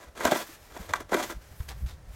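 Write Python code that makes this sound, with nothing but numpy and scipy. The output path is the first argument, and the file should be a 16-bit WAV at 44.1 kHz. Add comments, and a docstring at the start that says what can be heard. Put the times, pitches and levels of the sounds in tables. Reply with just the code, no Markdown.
"""A snowy concrete walk beside a house, with the microphone out in a light wind.
A plastic snow shovel is shoved twice over the walk, and drawn back and set down in between.
Its edge grates on grit and catches on bumps, ringing the scoop; snow swishes off it.
Then nylon sleeves brush a jacket and boots crunch. The house wall throws the sound back,
and gusts buffet the microphone over a faint, distant wash."""
import sys
import numpy as np
from scipy import signal
from scipy.fft import rfft, irfft
from scipy.io import wavfile
from scipy.ndimage import uniform_filter1d

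SR = 44100
rng = np.random.default_rng(int(sys.argv[2]) if len(sys.argv) > 2 else 0)


def put_to_file(sound):
    """Save the sound as 16-bit audio at rate SR, in the file named by the first command-line argument."""
    columns = np.atleast_2d(sound).T  # one column per channel
    safe = np.clip(columns, -1, 1)
    whole_steps = np.round(safe * 32767)
    wavfile.write(sys.argv[1], SR, whole_steps.astype(np.int16))


N = 94815

# The plastic scoop's resonances. Each row: frequency in Hz, width in Hz, gain in dB.
SCOOP_MODES = [(255, 61, -2.5), (333.3, 56, 1.5), (408, 68, -8), (596.6, 30, -3), (680, 89, -1),
               (988, 64, 0.5), (1110, 65, -8.5), (1317, 180, -3), (1585, 81, -5), (1954, 120, -6.5),
               (2350, 60, -12.5), (3280, 340, -12.5), (4300, 450, -27), (5930, 2300, -20)]
# How hard the edge grates, one curve per move. Each point: time in seconds, level in dB.
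SHOVEL_MOVES = [
    [(0, -49.5), (.028, -46), (.055, -50.5), (.08, -51), (.12, -74)],
    [(.152, -48.5), (.166, -43.5), (.198, -39), (.212, -33), (.245, -29), (.278, -27.5), (.3, -37),
     (.318, -23.5), (.342, -32), (.358, -26), (.375, -34), (.432, -37.5), (.448, -69), (.5, -73), (.6, -83)],
    [(.7, -54), (.745, -46.5), (.767, -40), (.785, -49), (.83, -44), (.875, -54), (.9, -35), (.925, -46),
     (.96, -34), (.992, -49), (1.006, -39.5), (1.025, -47.5), (1.07, -75)],
    [(1.08, -76), (1.092, -43.5), (1.11, -44.5), (1.125, -27.5), (1.148, -32.5), (1.18, -34), (1.203, -30),
     (1.22, -34), (1.237, -32.5), (1.258, -43.5), (1.288, -51), (1.3, -36.5), (1.328, -39.5), (1.355, -80)],
]
# Snow sliding off the scoop, and clothing. Each row: peak time, rise and fall in seconds, level in dB.
SWISHES = [(.015, 0.034, 0.046, -63.5), (0.389, 0.088, 0.039, -40), (0.509, 0.093, 0.053, -48.5),
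           (.7, 0.14, 0.059, -57), (.83, 0.057, 0.072, -52), (1.28, 0.11, 0.061, -48),
           (1.5, 0.11, 0.067, -57.5), (1.62, 0.039, .04, -60), (1.8, 0.16, 0.058, -59),
           (2.15, 0.065, .05, -58)]
# Wind on the microphone. Each row: peak time, rise and fall in seconds, pitch in Hz, level in dB.
BUFFETS = [(.095, .02, 0.0091, 62.7, -44.5), (0.258, .012, 0.018, 68.4, -40.5),
           (.805, 0.0097, 0.01, 125, -42.5), (.82, 0.018, 0.01, 55.4, -41),
           (0.899, 0.008, 0.021, 86.1, -39), (1.04, 0.022, 0.015, 78.1, -54),
           (1.374, 0.029, 0.02, 55, -38.5), (1.52, 0.026, .02, 64.6, -50.5),
           (1.605, 0.0029, 0.014, 77.9, -29.5), (1.75, 0.11, 0.069, 62.44, -41.5),
           (1.836, 0.023, 0.04, 63.24, -29.5), (1.939, 0.023, 0.025, 69.8, -43),
           (2.108, 0.017, .014, 50.94, -40.5)]
# The edge catches or lands; where it is struck decides which resonances answer.
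# Each row: start and contact decay in seconds, then thud, hollow, ring, clack and crack in dB.
KNOCKS = [(0.2066, 0.0068, -45, -47, -34.5, -32, -50), (.2505, 0.0038, -33.5, -27, -34, -34, -31),
          (0.2523, 0.0017, -25, -25, -26, -28.5, -35.5), (0.268, 0.0098, -49, -38, -29, -29.5, -56),
          (0.282, 0.0037, -32.5, -44, -45, -45, -52), (0.3114, 0.0051, -52, -26.5, -37, -50, -34),
          (.318, 0.0053, -23, -22.5, -34.5, -27.5, -57), (0.358, 0.0027, -36, -37.5, -55, -49, -46),
          (0.489, 0.0073, -46, -73, -66, -61, -66), (.765, .003, -47, -37, -45.5, -55, -63),
          (0.9357, 0.002, -57, -50, -22, -24.5, -33), (1.002, 0.0054, -43, -47, -42, -62, -49),
          (1.1208, .003, -30.5, -28, -41, -43, -62), (1.131, 0.011, -38, -35, -29.5, -26, -42),
          (1.1415, .004, -42, -40, -40, -28, -34.5), (1.145, 0.0028, -20.5, -32.5, -38, -26, -52),
          (1.17, .003, -42, -32.5, -36.5, -46, -52), (1.196, 0.0048, -45, -36, -47, -32, -49),
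          (1.226, 0.017, -40.5, -40, -40.5, -47, -35), (1.297, 0.0037, -56, -47, -43.5, -50, -53),
          (1.604, 0.0036, -63, -70, -52, -52.5, -57)]
# The centres of thud, hollow, ring and clack, in Hz.
KNOCK_ZONES_HZ = [313, 683, 1056, 1760]
# Sleeves brushing the jacket. Each row: peak time, rise and fall in seconds, level in dB.
SLEEVE_BRUSHES = [(1.59, 0.041, 0.1, -59), (1.81, 0.034, 0.074, -63)]
# Boots in snow. Each row: peak time, rise and fall in seconds, crust and packing levels in dB.
BOOT_CRUNCHES = [(1.691, 0.0066, 0.014, -43.5, -58), (1.711, 0.013, 0.021, -51.5, -47.5),
                 (1.864, 0.0035, 0.03, -49.5, -64), (1.898, .012, 0.042, -51.5, -62)]

# The tone of each noise. Each row: frequency in Hz, relative level in dB.
GRIT_SPECTRUM = [(150, -16), (500, 15.5), (1800, 3), (2700, -2.5), (3500, -3), (5000, -10), (7000, -5),
                 (8300, -14), (10300, -20), (12500, -8.5), (16000, -27)]  # grit breaking under the edge
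SWISH_SPECTRUM = [(200, -31), (800, 3.5), (1900, 6), (3000, 1), (7000, -0.5), (10300, -4.5), (12700, -0.5),
                  (16000, -8)]  # sliding snow
WASH_SPECTRUM = [(100, -3), (300, -3.5), (600, -1.5), (1000, -8.5), (1700, -8.5), (2600, -18),
                 (6000, -19.5), (16000, -28)]  # the distant outdoors
RUMBLE_SPECTRUM = [(15, -24), (35, -1.5), (62, -2.5), (100, -6.5), (200, -19.5), (500, -73), (2000, -86)]  # the breeze on the microphone
EDDY_SPECTRUM = [(20, 2), (60, 3.5), (150, -1), (230, -13.5), (400, -33), (2000, -56)]  # turbulence within a buffet
NYLON_SPECTRUM = [(2000, -34), (8000, -10), (12500, 1), (16000, -9)]  # sleeve on jacket
CRUST_SPECTRUM = [(150, -16), (500, -7), (900, -3.5), (1600, 1), (2700, -4), (3800, -1.5), (7000, -7),
                  (10300, -12), (12500, -11), (16000, -17)]  # snow crust breaking
PACKING_SPECTRUM = [(100, -25), (260, -2), (550, -3), (900, 4), (1500, -7), (2600, -19), (16000, -43)]  # snow compacting under the sole

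SCOOP_LOW_HZ = 159  # below this the scoop barely radiates
SCOOP_DIP_HZ, SCOOP_DIP_WIDTH_HZ = 2570, 130  # a gap between its resonances


def undb(db):
    """Decibels to amplitude."""
    return 10 ** (np.asarray(db) / 20)


def unit(x):
    """Scale to rms 1."""
    return x / np.sqrt(np.mean(x ** 2) + 1e-24)


def colour(x, spectrum):
    """Minimum-phase filter that follows (Hz, dB) points."""
    hz, db = np.array(spectrum).T
    bins_hz = np.maximum(np.fft.rfftfreq(2 * N, 1 / SR), 1)
    gain = undb(np.interp(np.log(bins_hz), np.log(hz), db))
    cepstrum = irfft(np.log(gain))
    cepstrum[1:N] *= 2
    cepstrum[N + 1:] = 0
    return irfft(rfft(x, 2 * N) * np.exp(rfft(cepstrum)))[:N]


def resonate(x, hz, width):
    """One resonance, gain 1 at its centre."""
    return signal.lfilter(*signal.iirpeak(hz, hz / width, fs=SR), x)


def band(x, hz, kind):
    """Third-order low- or high-pass."""
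    return signal.sosfilt(signal.butter(3, hz, kind, fs=SR, output="sos"), x)


def wander(hz):
    """Smooth random drift with rms 1."""
    hold = int(SR / hz)
    steps = np.repeat(rng.standard_normal(N // hold + 1), hold)
    return unit(uniform_filter1d(steps, hold)[:N])


def swell(t, at, rise, fall):
    """A bell-shaped swell with its own rise and fall."""
    return np.exp(-((t - at) / np.where(t < at, rise, fall)) ** 2)


def grains(per_s, spread_db):
    """Dense tiny fractures of uneven size."""
    size = undb(spread_db * np.clip(rng.standard_normal(N), -2, 2))
    polarity = np.sign(rng.standard_normal(N))
    return size * polarity * (rng.random(N) < per_s / SR)


def scoop(force):
    """The plastic scoop rings with the force at its edge."""
    modes = sum(undb(db) * resonate(force, hz, width) for hz, width, db in SCOOP_MODES)
    ring = band(modes, SCOOP_LOW_HZ, "high")
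    return ring - resonate(ring, SCOOP_DIP_HZ, SCOOP_DIP_WIDTH_HZ)


def scrape(t, full_push_db=-28):
    """The edge sticks and slips over grit; harder pressure rings the scoop more."""
    push = sum(undb(np.interp(t, *np.array(move).T, left=-200, right=-200)) for move in SHOVEL_MOVES)
    bite = (push / undb(full_push_db)) ** 0.13  # 0.13 dB of extra ring per dB of push
    chatter = grains(per_s=3500, spread_db=4) * undb(2.5 * wander(hz=110))
    ring = scoop(chatter * push * bite) / np.std(scoop(chatter))
    fractures = grains(per_s=9000, spread_db=5.9) * undb(1.4 * wander(hz=180))
    grit = unit(colour(fractures, GRIT_SPECTRUM))
    return undb(-3) * ring + undb(-6) * push * grit


def snow_swish(t):
    """Fine grains of snow slide off the scoop in soft swells, along with the swish of clothing."""
    level = sum(undb(db) * swell(t, at, rise, fall) for at, rise, fall, db in SWISHES)
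    powder = grains(per_s=12000, spread_db=2) * undb(1.73 * wander(hz=77))
    return level * unit(colour(powder, SWISH_SPECTRUM))


def distant_wash(level_db=-58.5):
    """The outdoors, far off: a faint noise that barely wavers."""
    air = colour(rng.standard_normal(N), WASH_SPECTRUM)
    return undb(level_db) * unit(air * undb(0.38 * wander(hz=7.8)))


def wind(t, rumble_db=-53, freshen_db_per_s=7.5, eddy_db=-8.5):
    """Right at the microphone, eddies thump over the rumble of a freshening breeze."""
    breeze = undb(2 * wander(hz=6.65) + freshen_db_per_s * t)
    out = undb(rumble_db) * unit(colour(rng.standard_normal(N), RUMBLE_SPECTRUM) * breeze)
    eddies = undb(eddy_db) * unit(colour(rng.standard_normal(N), EDDY_SPECTRUM))
    for at, rise, fall, hz, db in BUFFETS:
        cycles = np.cumsum(hz * np.exp(0.1204 * wander(hz=90))) / SR + rng.random()
        thump = unit(np.sin(2 * np.pi * cycles))
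        out += undb(db) * swell(t, at, rise, fall) * (thump + eddies)
    return out


def knocks(t, rise_s=0.00088, blow=0.64, width_scale=0.98, split_hz=2450):
    """Each catch is a blow and a short rattle: the scoop rings below the split, grit cracks above."""
    out = np.zeros(N)
    age = t[:SR // 4]
    energy = 0.01 * SR  # that of 10 ms at rms 1

    def burst(x):
        return x * np.sqrt(energy / np.sum(x ** 2))

    grit = band(colour(rng.standard_normal(N), GRIT_SPECTRUM), split_hz, "high")
    for at, decay, *zones_db, crack_db in KNOCKS:
        contact = (1 - np.exp(-age / rise_s)) * np.exp(-age / decay)
        ring = 0
        for k, (hz, width, db) in enumerate(SCOOP_MODES):
            force = burst(rng.standard_normal(len(age)) * contact)
            force[0] += (-1) ** k * blow * np.sqrt(energy)  # first contact, relative to the rattle
            struck_db = np.interp(np.log(hz), np.log(KNOCK_ZONES_HZ), zones_db)
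            ring += undb(db + struck_db) * burst(resonate(force, hz, width * width_scale))
        start = int(at * SR)
        span = slice(start, start + len(age))
        crack = undb(crack_db) * burst(grit[span] * contact)
        out[span] += band(ring, split_hz, "low") + crack
    out -= resonate(out, SCOOP_DIP_HZ, SCOOP_DIP_WIDTH_HZ)
    return band(out, SCOOP_LOW_HZ, "high")


def sleeves(t):
    """Nylon rubs on nylon as the arms move: a thin, high hiss."""
    level = sum(undb(db) * swell(t, at, rise, fall) for at, rise, fall, db in SLEEVE_BRUSHES)
    return level * unit(colour(rng.standard_normal(N), NYLON_SPECTRUM))


def boots(t):
    """A boot breaks the crust and packs the snow beneath."""
    fractures = grains(per_s=5000, spread_db=4.4) * undb(2.1 * wander(hz=120))
    crust = unit(colour(fractures, CRUST_SPECTRUM))
    packing = unit(colour(grains(per_s=2500, spread_db=3.4), PACKING_SPECTRUM))
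    return sum(swell(t, at, rise, fall) * (undb(crust_db) * crust + undb(packing_db) * packing)
               for at, rise, fall, crust_db, packing_db in BOOT_CRUNCHES)


def yard(direct, t, wall_s=0.015, wall_db=-18, t60_s=0.16, scatter_db=-19.5):
    """The house wall's echo travels about five metres further; a short, dull scatter follows."""
    echo = np.interp(t - wall_s, t, band(direct, 2350, "low"), left=0)
    decay = np.exp(-np.log(1000) * t / t60_s) * (t > wall_s)
    tail = band(rng.standard_normal(N), 6950, "low") * decay
    scatter = signal.fftconvolve(direct, tail / np.sqrt(np.sum(tail ** 2)))[:N]
    return direct + undb(wall_db) * echo + undb(scatter_db) * scatter


def scene():
    """One microphone in the yard: the shovelling and its echo, the wind and the distant wash."""
    t = np.arange(N) / SR
    shovelling = scrape(t) + snow_swish(t) + knocks(t) + sleeves(t) + boots(t)
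    return (yard(shovelling, t) + distant_wash() + wind(t))[None]


def record(dry):
    """The recorder cuts the top steeply above 16.1 kHz."""
    return signal.sosfilt(signal.ellip(10, 0.2, 80, 16100, fs=SR, output="sos"), dry)


dry = scene()
out = record(dry)
put_to_file(out)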